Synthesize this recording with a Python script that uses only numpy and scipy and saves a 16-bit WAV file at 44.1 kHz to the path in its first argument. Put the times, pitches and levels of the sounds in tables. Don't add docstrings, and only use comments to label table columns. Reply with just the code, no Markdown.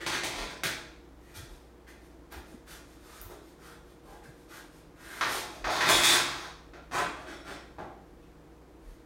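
import sys
import numpy as np
from scipy import signal
from scipy.fft import rfft, irfft
from scipy.io import wavfile

SR = 44100
rng = np.random.default_rng(int(sys.argv[2]) if len(sys.argv) > 2 else 0)


def generate_wav(sig):
    pcm = np.round(np.clip(np.atleast_2d(sig).T, -1, 1) * 32767).astype(np.int16)
    wavfile.write(sys.argv[1], SR, pcm)


N = 399457
FILTER_HZ = np.maximum(np.fft.rfftfreq(4096, 1 / SR), 1)

# t/s, rind f/Hz, rind level/dB, hollow level/dB, brightness/dB
BLOWS = [(.064, 1000, 10, 8.5, 1), (.235, 890, 5.5, 8.5, 3.5), (.635, 1520, 9, 11.5, 2.5),
         (2.323, 880, -6, -2, -4.5), (5.210, 1295, 16, 9.5, -6), (5.643, 1255, 11.5, 7.5, -9),
         (5.671, 744, 16.5, 5, -15.5), (5.807, 1870, 14.5, 2.5, -4.5), (5.888, 674, 17, 13.5, -5),
         (6.036, 2280, 10.5, 5, 6), (6.735, 1420, -9, -1.5, -7.5), (7.784, 760, 4.5, 8, -25)]
# f/Hz, gain/dB
HOLLOW_SPECTRUM = [(30, -19.5), (130, -0.5), (220, -7), (340, 0.5), (480, -5), (700, -0.5), (1100, -19.5),
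                   (3000, -42), (16000, -79)]
CRISP_SPECTRUM = [(100, -66.5), (700, -48.5), (2200, 1), (2900, -3.5), (3600, -2), (5000, -7.5),
                  (6500, -10), (8000, -36), (16000, -40.5)]
JUICE_SPECTRUM = [(300, -65), (2000, -34), (6000, -0.5), (9300, 1), (10500, -7.5), (14000, -11.5),
                  (16000, -14)]


def undb(db):
    return 10 ** (np.asarray(db) / 20)


def unit_rms(x):
    return x / np.sqrt(np.mean(x ** 2) + 1e-20)


def curve(points, hz=FILTER_HZ):
    point_hz, values = np.transpose(points)
    return np.interp(np.log(np.maximum(hz, 1)), np.log(point_hz), values)


def resonance(hz, q):
    return 1 / (1 + (q * (FILTER_HZ / hz - hz / FILTER_HZ)) ** 2)


def colour(x, gain):
    cepstrum = irfft(np.log(gain + 1e-7))
    half = len(cepstrum) // 2
    cepstrum[1:half] *= 2
    cepstrum[half + 1:] = 0
    return signal.fftconvolve(x, irfft(np.exp(rfft(cepstrum))))


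def add(track, start_s, x):
    start = int(start_s * SR)
    x = x[max(-start, 0):N - start]
    start = max(start, 0)
    track[start:start + len(x)] += x


def arch(length_s):
    return np.sin(np.linspace(0, np.pi, max(int(length_s * SR), 16))).clip(0)


def wander(per_s):
    knots = rng.standard_normal(int(N / SR * per_s) + 2)
    return np.interp(np.linspace(0, len(knots) - 1, N), np.arange(len(knots)), knots)


def snaps(n, per_s, spread_db):
    sizes = undb(spread_db * np.minimum(rng.exponential(size=n), 2.8))
    signs = rng.choice([-1, 1], n)
    fires = rng.random(n) < per_s / SR
    return unit_rms(sizes * signs * fires + 0.052 * rng.standard_normal(n))


def crunch(length_s):
    force = np.sqrt(arch(length_s))
    return force * snaps(len(force), per_s=600, spread_db=4.5)


def melon(rind_hz, rind_db, hollow_db, crisp_db, juice_db):
    rind = undb(rind_db) * (resonance(rind_hz, q=0.82) + resonance(rind_hz, q=9))
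    hollow = undb(hollow_db + curve(HOLLOW_SPECTRUM))
    crisp = undb(crisp_db + curve(CRISP_SPECTRUM))
    juice = undb(juice_db + curve(JUICE_SPECTRUM))
    return np.linalg.norm([rind, hollow, crisp, juice], axis=0)


def drags(gain_db=1.33, low_cut_hz=160):
    # t/s, length/s, rind f/Hz, rind level/dB, brightness/dB
    moves = [(-.06, 0.089, 1940, -22.5, -14), (0.101, 0.061, 1800, -21.5, -1), (0.305, 0.14, 990, -28.5, 1),
             (0.482, 0.04, 1520, -34.5, 2.5), (3.291, 0.037, 395, -34, -19), (5.214, 0.21, 850, -28.5, -1),
             (5.431, 0.21, 1210, -45.5, 0.5), (6.91, 0.042, 1020, -19.5, -10),
             (6.927, .075, 1130, -15, -15), (6.939, 0.072, 384, -30, -28), (6.962, 0.049, 1570, -18.5, -20),
             (7.134, 0.11, 1190, -40, -7), (7.256, 0.081, 1490, -33.5, -8), (7.446, .1, 1390, -31.5, -6)]
    out = np.zeros(N)
    low_cut = 1 / np.sqrt(1 + (low_cut_hz / FILTER_HZ) ** 4)
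    for start_s, length_s, hz, db, bright_db in moves:
        fruit = melon(hz, db, hollow_db=0.49 * db - 10.5, crisp_db=db + bright_db,
                      juice_db=db - 15 + 0.5 * bright_db)
        add(out, start_s, colour(crunch(length_s), fruit * low_cut))
    return out * undb(gain_db)


def fridge(drone_hz=59.7, air_db=-55.5, waver_db=3.0, drift_hz=1.2):
    air_spectrum = [(20, -32.5), (30, -10.5), (42, -2.5), (65, -16.5), (90, -14.5), (130, -14),
                    (220, -15.5), (330, -8.5), (430, -17), (552, -17.5), (970, -22.5), (2010, -31),
                    (2850, -36.5), (3300, -37), (15500, -48.5)]
    drone_levels = [(0, -58), (1.5, -57), (4.2, -60.5), (4.7, -66.5), (5.2, -60), (7.2, -55.5),
                    (8.2, -59.5)]
    tones = [(160, -69), (200, -76.5), (296, -67.5), (323, -70), (355, -67.5), (473.5, -66.5)]
    t = np.arange(N) / SR
    air = unit_rms(colour(rng.standard_normal(N), undb(curve(air_spectrum)))[:N])
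    hum = undb(np.interp(t, *np.transpose(drone_levels))) * np.sin(2 * np.pi * drone_hz * t)
    for hz, db in tones:
        level = undb(db + waver_db * wander(per_s=4.2))
        cycles = np.cumsum(hz + drift_hz * wander(per_s=6)) / SR
        hum += level * np.sin(2 * np.pi * cycles)
    return undb(air_db) * air + np.sqrt(2) * hum


def flatten(x):
    spectrum = rfft(x)
    return irfft(spectrum / (np.abs(spectrum) + 1e-12), len(x))


def crack(contact_s):
    fade = np.exp(-np.arange(2048) / SR / contact_s)
    burst = flatten(rng.standard_normal(len(fade)) * fade)
    return flatten(burst * np.sqrt(fade))


def chops(gain_db=2.7, crunch_db=-38.5, halving_db=17.5):
    out = np.zeros(N)
    for start_s, hz, db, hollow_db, bright_db in BLOWS:
        fruit = melon(hz, db, hollow_db, crisp_db=db + bright_db, juice_db=db - 16 + 2.6 * bright_db)
        contact_s = 0.0042 * 2 ** (-bright_db / halving_db)
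        add(out, start_s, colour(crack(contact_s), fruit))
        add(out, start_s, undb(crunch_db) * colour(crunch(length_s=0.036), fruit))
    return out * undb(gain_db)


def swing(length_s, hz):
    push = arch(length_s) ** 2
    return push * np.sin(2 * np.pi * hz * np.arange(len(push)) / SR)


def thumps(cycles=5.5, thud_vs_hollow_db=-60.5):
    pushes = [(.342, 37.6, -38), (0.641, 157, -38), (1.361, 90, -41), (1.412, 121, -42.5), (1.453, 42, -45),
              (2.348, 68.4, -42.5), (2.535, 234, -40), (3.17, 42, -45.5), (3.233, 95, -45.5),
              (4.276, 138, -45), (5.589, 43.8, -37.5), (5.903, 41.6, -41), (6.93, 122, -42),
              (8.823, 38.4, -40)]
    out = np.zeros(N)
    for start_s, hz, db in pushes:
        add(out, start_s, undb(db) * swing(cycles / hz, hz))
    for start_s, _, _, hollow_db, _ in BLOWS:
        add(out, start_s, undb(hollow_db + thud_vs_hollow_db) * swing(length_s=0.11, hz=117.5))
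    return out


def edge_ticks():
    ticks = [(0.637, 13200, -4), (2.3235, 13000, -17), (3.2147, 14000, -8)]
    out = np.zeros(N)
    for start_s, hz, db in ticks:
        add(out, start_s, colour(crack(contact_s=0.0005), undb(db) * resonance(hz, q=2)))
    return out


def fizz(length_s):
    speed = arch(length_s)
    return speed * snaps(len(speed), per_s=2500, spread_db=4)


def sawing(gain_db=2.7, squeak_db=-7, hollow_db=-8, return_gap_s=0.078, return_cap_db=-57.5):
    # t/s, length/s, rub f/Hz, rub level/dB, hiss level/dB
    strokes = [(1.17, 0.31, 1820, -48.5, -59), (1.335, .049, 1350, -35, -40.5),
               (1.863, 0.034, 1840, -36.5, -51.5), (2.301, 0.048, 1610, -34, -47.5),
               (2.459, 0.083, 250, -32, -74), (2.653, 0.11, 1440, -36.5, -45),
               (2.962, 0.35, 1290, -41, -51.5), (3.283, 0.057, 990, -33.5, -51.5),
               (3.576, 0.17, 1380, -39, -52), (4.013, .18, 820, -36, -57), (4.222, 0.038, 1620, -39, -53),
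               (4.474, .135, 1330, -34, -47), (4.94, 0.46, 1540, -31.5, -46),
               (5.25, 0.16, 1304, -33, -33.5), (8.2, 0.053, 2720, -52, -71),
               (8.789, 0.18, 1920, -56, -62.5)]
    hiss_spectrum = [(60, -53), (400, -3), (1500, 1), (3500, 2.5), (4700, -1), (6300, -1), (8000, -4),
                     (9300, 0), (10300, -7.5), (12500, -4.5), (16000, -17)]
    out = np.zeros(N)
    treble_lift_db = 0.5 * np.clip((FILTER_HZ - 6000) / 8000, 0, 1)
    wet = undb(curve(hiss_spectrum) + treble_lift_db)
    hollow = undb(hollow_db + curve(HOLLOW_SPECTRUM))
    for start_s, length_s, hz, rub_db, hiss_db in strokes:
        speed = arch(length_s)
        rub = speed * snaps(len(speed), per_s=1100, spread_db=3.5)
        rind = 0.61 * resonance(hz, q=1.1) + undb(squeak_db) * resonance(hz, q=6.9)
        add(out, start_s, colour(rub, undb(rub_db) * (rind + hollow)))
        add(out, start_s, undb(hiss_db) * colour(fizz(length_s), wet))
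        return_db = min(hiss_db - 10, return_cap_db)
        add(out, start_s + length_s + return_gap_s, undb(return_db) * colour(fizz(length_s=0.12), wet))
    return out * undb(gain_db)


def blade_ring(favour_db=8, favour_width_hz=220):
    modes = [(3315, -6, .2), (3380, -2, .15), (3515, 0, .14), (3736, -5, .14), (3880, -7, .14),
             (4350, -12, .2), (5060, -12, .2), (5340, -9, .15), (5440, -9, .15), (6950, -14, .15),
             (7920, -13, .18), (9360, -11, .18), (9675, -12, .18)]
    touches = [(5.65, .12, 5400, -49), (5.88, .08, 3380, -25.5), (6.029, .04, 3600, -21),
               (6.1, .06, 3600, -38), (7.255, .03, 5400, -52), (7.31, .05, 5400, -50.5),
               (7.47, .06, 5400, -52)]
    out = np.zeros(N)
    t = np.arange(SR // 2) / SR
    for start_s, length_s, favoured_hz, db in touches:
        force = arch(length_s)
        scrape = force * snaps(len(force), per_s=920, spread_db=-4.5)
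        for hz, mode_db, t60_s in modes:
            mode = np.sin(2 * np.pi * hz * t) * undb(-60 * t / t60_s)
            ring = signal.fftconvolve(scrape, mode)
            lift_db = favour_db * np.exp(-((hz - favoured_hz) / favour_width_hz) ** 2)
            add(out, start_s, undb(db + mode_db + lift_db) * ring / np.abs(ring).max())
    return out


def tear(gain_db=0.5, hollow_db=-5, dry_db=-17, wet_db=-10, juicy_from_s=5.875, juicy_to_s=6.15):
    effort = [(5.69, -24, 2), (5.76, -16.5, -0.5), (5.8, -18, -18), (5.86, -12, -0.5), (5.885, -10, 2),
              (5.96, -14.5, -0.5), (6.02, -18, -0.5), (6.06, -18, 6), (6.15, -12, -0.5), (6.2, -27.5, -1.5),
              (6.472, -32.5, -3.5)]
    t = np.arange(N) / SR
    at_s, force_db, bright_db = np.transpose(effort)
    force = undb(np.interp(t, at_s, force_db)) * (t > at_s[0]) * (t < at_s[-1])
    fibres = force * snaps(N, per_s=600, spread_db=4.5)
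    cells = fibres * undb(np.interp(t, at_s, bright_db))
    juicy = (t > juicy_from_s) & (t < juicy_to_s)
    spray = cells * undb(np.where(juicy, wet_db, dry_db))
    body = np.hypot(resonance(hz=1100, q=1), undb(hollow_db + curve(HOLLOW_SPECTRUM)))
    out = colour(fibres, body)
    out += colour(cells, undb(curve(CRISP_SPECTRUM)))
    out += colour(spray, undb(curve(JUICE_SPECTRUM)))
    return out[:N] * undb(gain_db)


def reflections(build_s=0.002):
    decay_times = [(100, .6), (250, .72), (1000, .62), (4000, .6), (7000, .54), (10000, .42), (14000, .31)]
    t = np.arange(SR) / SR
    hz = np.fft.rfftfreq(SR, 1 / SR)
    spectrum = rfft(snaps(SR, per_s=7000, spread_db=3.5))
    onset = 1 - np.exp(-t / build_s)
    edges_hz = np.r_[0, np.geomspace(100, SR / 2, 32)]
    tail = np.zeros(SR)
    for low_hz, high_hz in zip(edges_hz, edges_hz[1:]):
        t60_s = curve(decay_times, (low_hz + high_hz) / 2)
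        band = irfft(spectrum * (hz >= low_hz) * (hz < high_hz), SR)
        band *= onset * undb(-60 * t / t60_s)
        tail += band / np.linalg.norm(band) * np.sqrt(2 * (high_hz - low_hz) / SR)
    return tail


def kitchen(x, direct_db=-9, echo_db=-0.83, trim_db=-1.8, shade_hz=6500):
    nook_modes = [(337.7, 12, 6), (363, 91, 2), (554, 70, -1.5), (637.6, 8.5, 4.5), (754, 31, -2.5),
                  (859, 20, 5.5), (1010, 25, 2), (1380, 88, 2.5), (1620, 52, 4), (1820, 50, 5),
                  (2850, 480, -3.5)]
    nook_db = sum(db / (1 + (2 * (FILTER_HZ - hz) / width_hz) ** 2) for hz, width_hz, db in nook_modes)
    x = colour(x, undb(nook_db + trim_db))[:N]
    shares = np.array([wander(per_s=2.5) for _ in range(3)])
    shares /= np.linalg.norm(shares, axis=0)
    echo = sum(signal.oaconvolve(x * share, reflections())[:N] for share in shares)
    direct = colour(x, 1 / np.sqrt(1 + (FILTER_HZ / shade_hz) ** 2))[:N]
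    return undb(direct_db) * direct + undb(echo_db) * echo


def scene(tick_beam_db=-7):
    ticks = edge_ticks()
    room = kitchen(chops() + drags() + tear() + sawing() + blade_ring() + ticks)
    beamed = undb(tick_beam_db) * ticks
    mono = room + beamed + thumps() + fridge()
    return np.array([mono, mono])


def record(dry, low_hz=22, top_hz=15800):
    high_pass = signal.butter(2, low_hz, "high", fs=SR, output="sos")
    low_pass = signal.ellip(10, 0.2, 70, top_hz, fs=SR, output="sos")
    return signal.sosfilt(low_pass, signal.sosfilt(high_pass, dry))


dry = scene()
out = record(dry)
generate_wav(out)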